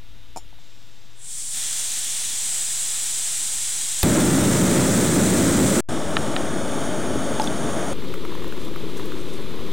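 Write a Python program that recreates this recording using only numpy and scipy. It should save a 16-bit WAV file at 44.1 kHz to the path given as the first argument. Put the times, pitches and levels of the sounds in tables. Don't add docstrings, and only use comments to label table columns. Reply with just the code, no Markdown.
import sys
import numpy as np
from scipy import signal
from scipy.fft import rfft, irfft, next_fast_len
from scipy.io import wavfile
from scipy.ndimage import map_coordinates

SR = 44100
rng = np.random.default_rng(int(sys.argv[2]) if len(sys.argv) > 2 else 0)


def wav_out(sig):
    wavfile.write(sys.argv[1], SR, np.round(np.clip(np.atleast_2d(sig).T, -1, 1) * 32767).astype(np.int16))


N = 428652
TIME = np.arange(N) / SR
VALVE_S, SPARK_S, CATCH_S = .59, 4.030, 4.034
SILENCE_S, FLAME_S, POT_S = 5.805, 5.888, 7.933


def from_db(db):
    return 10 ** (np.asarray(db) / 20)


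def rms_one(x):
    return x / np.sqrt(np.mean(x ** 2) + 1e-20)


def between(start, end):
    return (TIME >= start) * (TIME < end)


def band(x, low_hz, high_hz):
    sos = signal.butter(2, [low_hz, min(high_hz, .45 * SR)], "band", fs=SR, output="sos")
    return signal.sosfilt(sos, x + 1e-18)


def drift(rate_hz):
    hz = np.fft.rfftfreq(N // 20, 20 / SR)
    slow = irfft(rfft(rng.standard_normal(N // 20)) / (1 + (hz / rate_hz) ** 2))
    return np.interp(np.arange(N) / 20, np.arange(len(slow)), rms_one(slow))


def turbulence(spectrum, resonances=()):
    size = next_fast_len(N)
    hz = np.fft.rfftfreq(size, 1 / SR) + 1e-3
    points, levels = np.transpose(spectrum)
    db = np.interp(np.log(hz), np.log(points), levels)
    db -= 20 * np.abs(np.log(hz / np.clip(hz, points[0], points[-1])))
    for centre, width, peak_db in resonances:
        db += peak_db / (1 + (2 * (hz - centre) / width) ** 2)
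    return rms_one(irfft(rfft(rng.standard_normal(size)) * from_db(db), size)[:N])


def ring(age, hz, fade_s):
    return np.sin(2 * np.pi * hz * age) * from_db(-60 * age / fade_s)


def crack(age, fade_s):
    return rng.standard_normal(len(age)) * from_db(-60 * age / fade_s)


def struck(age, notes):
    return sum(from_db(db) * ring(age, hz, fade_s) for hz, db, fade_s in notes)


def play(events, voice):
    out, age = np.zeros(N + SR), np.arange(SR // 4) / SR
    for start, *columns in events:
        at = int(start * SR)
        out[at:at + len(age)] += voice(age, *columns)
    return out[:N]


# (frequency [Hz], relative level [dB])
WOODS_TONE = [(20, 14.5), (45, -8), (110, 2), (200, -5.5), (300, -7.5), (450, -12.5), (1100, -14.5),
              (2500, -13.5), (3650, -10), (4300, -17), (7000, -22), (9000, -26.5), (15800, -30)]
def woods():
    return from_db(-51) * turbulence(WOODS_TONE, [(3700, 410, 2.6)])


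# (pitch [Hz], relative level [dB], fade time [s])
CAN_NOTES = [(365, -14, .04), (754, -1, 0.037), (874, 0, .035), (1200, -20, 0.03), (2370, -12, 0.016)]
ARM_NOTES = [(5230, -8, .04), (5430, -12, .1), (6360, -12, .04), (7100, -5, 0.15), (7300, -9, .025),
             (8000, -8, .012), (8624, -18, .04), (9200, -22, .06), (10300, -23, .04), (11220, -23, 0.12)]
# (time [s], can level [dB], arm level [dB])
ARM_HITS = [(.3616, -28.5, -37), (.3660, -31.5, -49), (.3724, -28, -30), (.3840, -40, -40),
            (.528, -47, -72), (.588, -53, -68)]
def pot_support():
    def hit(age, can_db, arm_db):
        click = from_db(-4.5) * band(crack(age, fade_s=.06), 4200, 10500)
        arm = struck(age, ARM_NOTES) + click
        return from_db(can_db) * struck(age, CAN_NOTES) + from_db(arm_db) * arm
    handling = from_db(-47) * rms_one(band(rng.standard_normal(N), 5.5, 49))
    return play(ARM_HITS, hit) + handling * between(0, VALVE_S)


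# (frequency [Hz], relative level [dB])
LEAK_TONE = [(3000, -5), (4800, 2), (7000, -2), (8000, -4), (9000, -18)]
def gas_leak():
    return from_db(-60.5) * turbulence(LEAK_TONE, [(7400, 120, 8)]) * (TIME > VALVE_S)


def ease(start, length):
    return np.sin(np.pi / 2 * np.clip((TIME - start) / length, 0, 1)) ** 2


# (time [s], length [s], share of full flow added [0-1])
VALVE_TURNS = [(1.084, .38, .33), (1.495, 0.1, 0.66)]
# (frequency [Hz], relative level [dB])
NOZZLE_TONE = [(3000, -25), (4700, -8.5), (6000, -4), (7000, 0), (7800, 1.5), (9250, 0), (9900, -9.5),
               (11000, -17), (12200, -13.5), (14000, -23), (15800, -18.5)]
TUBE_TONE = [(20, -4), (90, -21), (260, -13.5), (420, -19.5), (750, -12), (1100, -14), (1900, -7.5),
             (2700, -7), (3400, -2), (4100, -2.5), (5000, -16.5), (8000, -12)]
# (frequency [Hz], width [Hz], boost [dB])
BARE_PEAKS = [(3370, 540, 3), (5130, 150, 1.5), (5100, 130, -3), (6200, 150, 3.5), (6440, 200, -4.5),
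              (8460, 240, -2), (8600, 200, 0), (9800, 250, -3.5), (10130, 250, 6)]
CUPPED_PEAKS = [(4700, 160, -4), (5040, 150, 6), (5200, 160, -10), (6060, 160, 3.5), (6280, 170, -10),
                (7670, 800, 3.5), (8170, 150, 6), (8320, 240, -4.5), (8900, 140, 0.5), (9830, 270, -4),
                (10280, 430, 7.5)]
def gas_jet(centre_hz=8800, width_hz=3500, choke_flow=.22):
    flow = sum(share * ease(start, length) for start, length, share in VALVE_TURNS)
    close = closeness()
    hiss = cupped_jet(NOZZLE_TONE, BARE_PEAKS, CUPPED_PEAKS)
    off_centre = 2 * (np.fft.rfftfreq(N, 1 / SR) - centre_hz) / width_hz
    core = irfft(rfft(hiss) / (1 + off_centre ** 10), N)
    hiss = core + (hiss - core) * flow ** .32
    strength = flow ** 2 / (flow ** 2 + choke_flow ** 2)
    nozzle = from_db(-26.5 + 1.45 * close + .6 * (TIME > CATCH_S)) * strength * hiss
    tube = from_db(-35 - .5 * close) * flow * cupped_jet(TUBE_TONE, BARE_PEAKS, CUPPED_PEAKS)
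    return hand_echo(nozzle + tube) * from_db(.35 * drift(20))


# (time [s], hold [s], closeness [0-1])
HAND_GRIPS = [(2.29, 1.7, 1), (4.5, 1.1, 0.3), (5.66, 0.57, 0.8)]
def closeness(reach_s=.23, loosen_per_s=.31, let_go_s=.4):
    grips = []
    for start, hold, close in HAND_GRIPS:
        loosening = 1 - loosen_per_s * np.clip(TIME - start - reach_s, 0, hold)
        letting_go = 1 - ease(start + hold, let_go_s)
        grips.append(close * ease(start, reach_s) * loosening * letting_go)
    return np.clip(np.max(grips, axis=0), 0, 1)


def cupped_jet(tone, bare, cupped):
    close = closeness()
    return np.sqrt(1 - close) * turbulence(tone, bare) + np.sqrt(close) * turbulence(tone, cupped)


# (pitch [Hz], relative level [dB], fade time [s])
STOVE_NOTES = [(880, -9, 0.031), (2580, -6, 0.021), (3580, -9.5, 0.033), (10900, -14.5, 0.02)]
# (frequency [Hz], relative level [dB])
ROAR_TONE = [(25, -20), (60, -14), (110, -4.5), (190, -0.5), (330, -3), (460, -11.5), (590, -9.5),
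             (730, -21.5), (870, -20), (1050, -24), (1300, -19.5), (2000, -23.5), (3000, -31), (6000, -44)]
SIZZLE_TONE = [(4000, 8), (9000, -35), (13000, 1), (15800, 5)]
# (frequency [Hz], width [Hz], boost [dB])
FLAME_DIPS = [(2800, 450, -3), (4700, 700, -6)]
def ignition():
    def snap(age, spark_db, hammer_db):
        spark = band(crack(age, fade_s=.028), 600, 17000)
        return from_db(spark_db) * spark + from_db(hammer_db) * struck(age, STOVE_NOTES)
    thump = play([(CATCH_S, -2)], lambda age, db: from_db(db) * ring(age, hz=91, fade_s=.045))
    flare_db = 5 * np.exp(-np.abs(TIME - CATCH_S) / .0051)
    roar = from_db(-17 + flare_db + .5 * drift(18)) * turbulence(ROAR_TONE, [(171, 57, .92)] + FLAME_DIPS)
    sizzle = from_db(-38 + .6 * drift(7.7)) * turbulence(SIZZLE_TONE, FLAME_DIPS)
    snaps = play([(SPARK_S, -7, -5), (4.203, -25, -18)], snap)
    return snaps + thump + (roar + sizzle) * (TIME > CATCH_S)


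def overload(x, ceiling_db):
    ceiling = from_db(ceiling_db)
    return np.clip(x, -ceiling, ceiling)


# (time [s], length [s], first delay [ms], last delay [ms], strength [0-1])
HAND_PASSES = [(4.15, 0.58, 1.1, 1.06, .17), (5.95, .55, .76, .71, 0.1), (6.38, .42, 1.18, 1.13, .26)]
def hand_echo(x):
    out = x
    for start, length, from_ms, to_ms, strength in HAND_PASSES:
        progress = ease(start, length)
        delay = (from_ms + (to_ms - from_ms) * progress) * SR / 1000
        gain = strength * np.sin(np.pi * progress)
        echo = map_coordinates(x, [np.arange(N) - delay], order=3)
        out = (out + gain * echo) / np.sqrt(1 + gain ** 2)
    return out


# (frequency [Hz], relative level [dB])
FLAME_TONE = [(26, -24), (45, -12), (102, -4.5), (259, 0.5), (395, -3), (468, -6.5), (614, -2),
              (792, -11.5), (892, -11.5), (1020, -16.5), (1150, -11.5), (1560, -14.5), (1880, -20.5),
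              (2310, -22.5), (2600, -26), (3380, -60), (5720, -120)]
JET_TONE = [(1500, -6), (2400, -15), (3000, 4), (3650, 4.5), (4100, -5), (5500, -1.5), (8000, -0.5),
            (9700, -2), (10500, -9), (11800, -16.5), (15800, -17)]
# (frequency [Hz], width [Hz], boost [dB])
LIT_BARE_PEAKS = [(4100, 230, -4), (4450, 200, 4), (5020, 350, -4), (5400, 160, 0.5), (6080, 180, -1.5),
                  (6680, 650, 6.5), (7670, 650, -6), (9000, 800, 5), (9850, 370, 4)]
LIT_CUPPED_PEAKS = [(4800, 400, -2), (5470, 250, 4), (6250, 400, -5), (6900, 500, 3), (8200, 300, 2),
                    (8950, 600, 4), (9850, 300, -2)]
def open_flame():
    flame = from_db(-25.5 + .5 * drift(17)) * turbulence(FLAME_TONE, [(890, 140, 2.2)])
    jet = hand_echo(cupped_jet(JET_TONE, LIT_BARE_PEAKS, LIT_CUPPED_PEAKS))
    return flame + from_db(-37 + .5 * drift(2.9)) * jet


# (pitch [Hz], relative level [dB], fade time [s])
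METAL_NOTES = [(850, -6, .014), (1100, -4, 0.013), (1320, -2.5, 0.022), (1795, -5.5, 0.022),
               (2440, -8, 0.014), (2940, -4.5, 0.011), (3860, -2.5, 0.0076), (4900, -17, .01)]
# (time [s], relative level [dB], favoured pitch [Hz])
HEAT_TICKS = [(6.1679, -7.5, 2010), (6.3640, -11.5, 3800)]
def metal_ticks():
    def tick(age, level_db, favoured_hz):
        out = 0
        for k, (hz, db, fade_s) in enumerate(METAL_NOTES):
            gain = from_db(level_db + db - 1.7 * np.log2(hz / favoured_hz) ** 2)
            out += (-1) ** k * gain * ring(age, hz, fade_s)
        return out
    return play(HEAT_TICKS, tick)


# (time [s], level [dB], pitch [Hz], fade time [s], click against the note [dB])
STOVE_PINGS = [(7.158, -11, 325, 0.04, -25), (7.3982, -12, 865, 0.076, -2), (7.419, -22, 5060, .016, -1),
               (7.441, -26, 5700, 0.022, 5), (7.474, -16, 3480, 0.015, -14)]
def stove_rattle():
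    def ping(age, db, hz, fade_s, click_db):
        click = from_db(click_db) * band(crack(age, fade_s=.01), .61 * hz, hz + 3500)
        return from_db(db) * (ring(age, hz, fade_s) + click)
    scrape = from_db(-40 + 2 * drift(90)) * band(rng.standard_normal(N), 3000, 10000)
    return play(STOVE_PINGS, ping) + scrape * between(STOVE_PINGS[1][0], STOVE_PINGS[-1][0])


# (frequency [Hz], relative level [dB])
COVERED_TONE = [(20, 1.5), (75, -8), (170, -1.5), (240, -3), (370, 1), (520, -6), (660, -20.5),
                (800, -19.5), (1080, -16), (1700, -23.5), (2300, -21.5), (2800, -22.5), (3550, -17.5),
                (5200, -31.5), (15800, -43.5)]
def flame_under_pot():
    return from_db(-32 + .5 * drift(15)) * turbulence(COVERED_TONE)


# (time [s], relative level [dB], pitch [Hz])
BIG_BUBBLES = [(8.14, -23, 1310), (8.251, -25, 1250), (8.352, -28, 1070), (8.444, -27.5, 1050),
               (8.524, -26, 1490), (8.76, -24.5, 1250), (8.996, -25, 1080), (9.12, -26, 1350)]
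# (time [s], relative level [dB])
BIG_SPITS = [(8.1374, -30), (8.4771, -31), (8.6472, -29), (8.9725, -32), (9.0548, -29)]
def boiling_water(count=220, bubbles_per_s=80, calming_db_per_s=1.5):
    def pop(age, db, hz):
        hollow = ring(age, hz, 12 / hz) + from_db(-5) * ring(age, 1.7 * hz, 9 / hz)
        opening = 1 - np.exp(-age / .00046)
        return from_db(db + 6) * opening * (hollow + from_db(-14) * crack(age, fade_s=.009))

    def spit(age, db):
        swell = 1 - np.exp(-age / .002)
        return from_db(db - 5) * swell * band(crack(age, fade_s=.033), 5500, 17000)

    def big_pop(age, db, hz):
        return pop(age, db, hz) + spit(age, db - 15)
    gap, size, pitch = rng.random((count, 3)).T
    after_s = np.cumsum(-np.log(gap)) / bubbles_per_s
    small_db = -42 + 12.5 * size ** 2 - calming_db_per_s * after_s
    small_hz = 986 * 2 ** (.83 * pitch ** 2)
    small = np.c_[POT_S + after_s, small_db, small_hz]
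    bubbles = play(BIG_BUBBLES, big_pop) + play(small[small[:, 0] < TIME[-1]], pop)
    froth = rms_one(band(rng.standard_normal(N), 5000, 9900))
    return bubbles + play(BIG_SPITS, spit) + from_db(-60 + 5 * drift(5.7) + 2 * drift(60)) * froth


def scene():
    lighting = woods() + pot_support() + gas_leak() + gas_jet() + ignition()
    burning = open_flame() + metal_ticks() + stove_rattle()
    boiling = flame_under_pot() + boiling_water()
    mono = (overload(lighting, ceiling_db=-12.5) * between(0, SILENCE_S)
            + burning * between(FLAME_S, POT_S)
            + boiling * (TIME >= POT_S))
    return np.array([mono, mono])


INPUT_OFFSET = [
    [.0353],
    [.0208],
]
def record(dry, flame_db=8.8, pot_db=13, cutoff_hz=15850):
    offset_db = flame_db * ease(FLAME_S - .002, .005) + (pot_db - flame_db) * ease(POT_S - .01, .025)
    hiss = from_db(-52) * rng.standard_normal((2, N)) * (TIME >= POT_S)
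    treble_cut = signal.ellip(12, .1, 80, cutoff_hz, fs=SR, output="sos")
    return signal.sosfilt(treble_cut, dry + hiss) + from_db(offset_db) * INPUT_OFFSET


dry = scene()
out = record(dry)
wav_out(out)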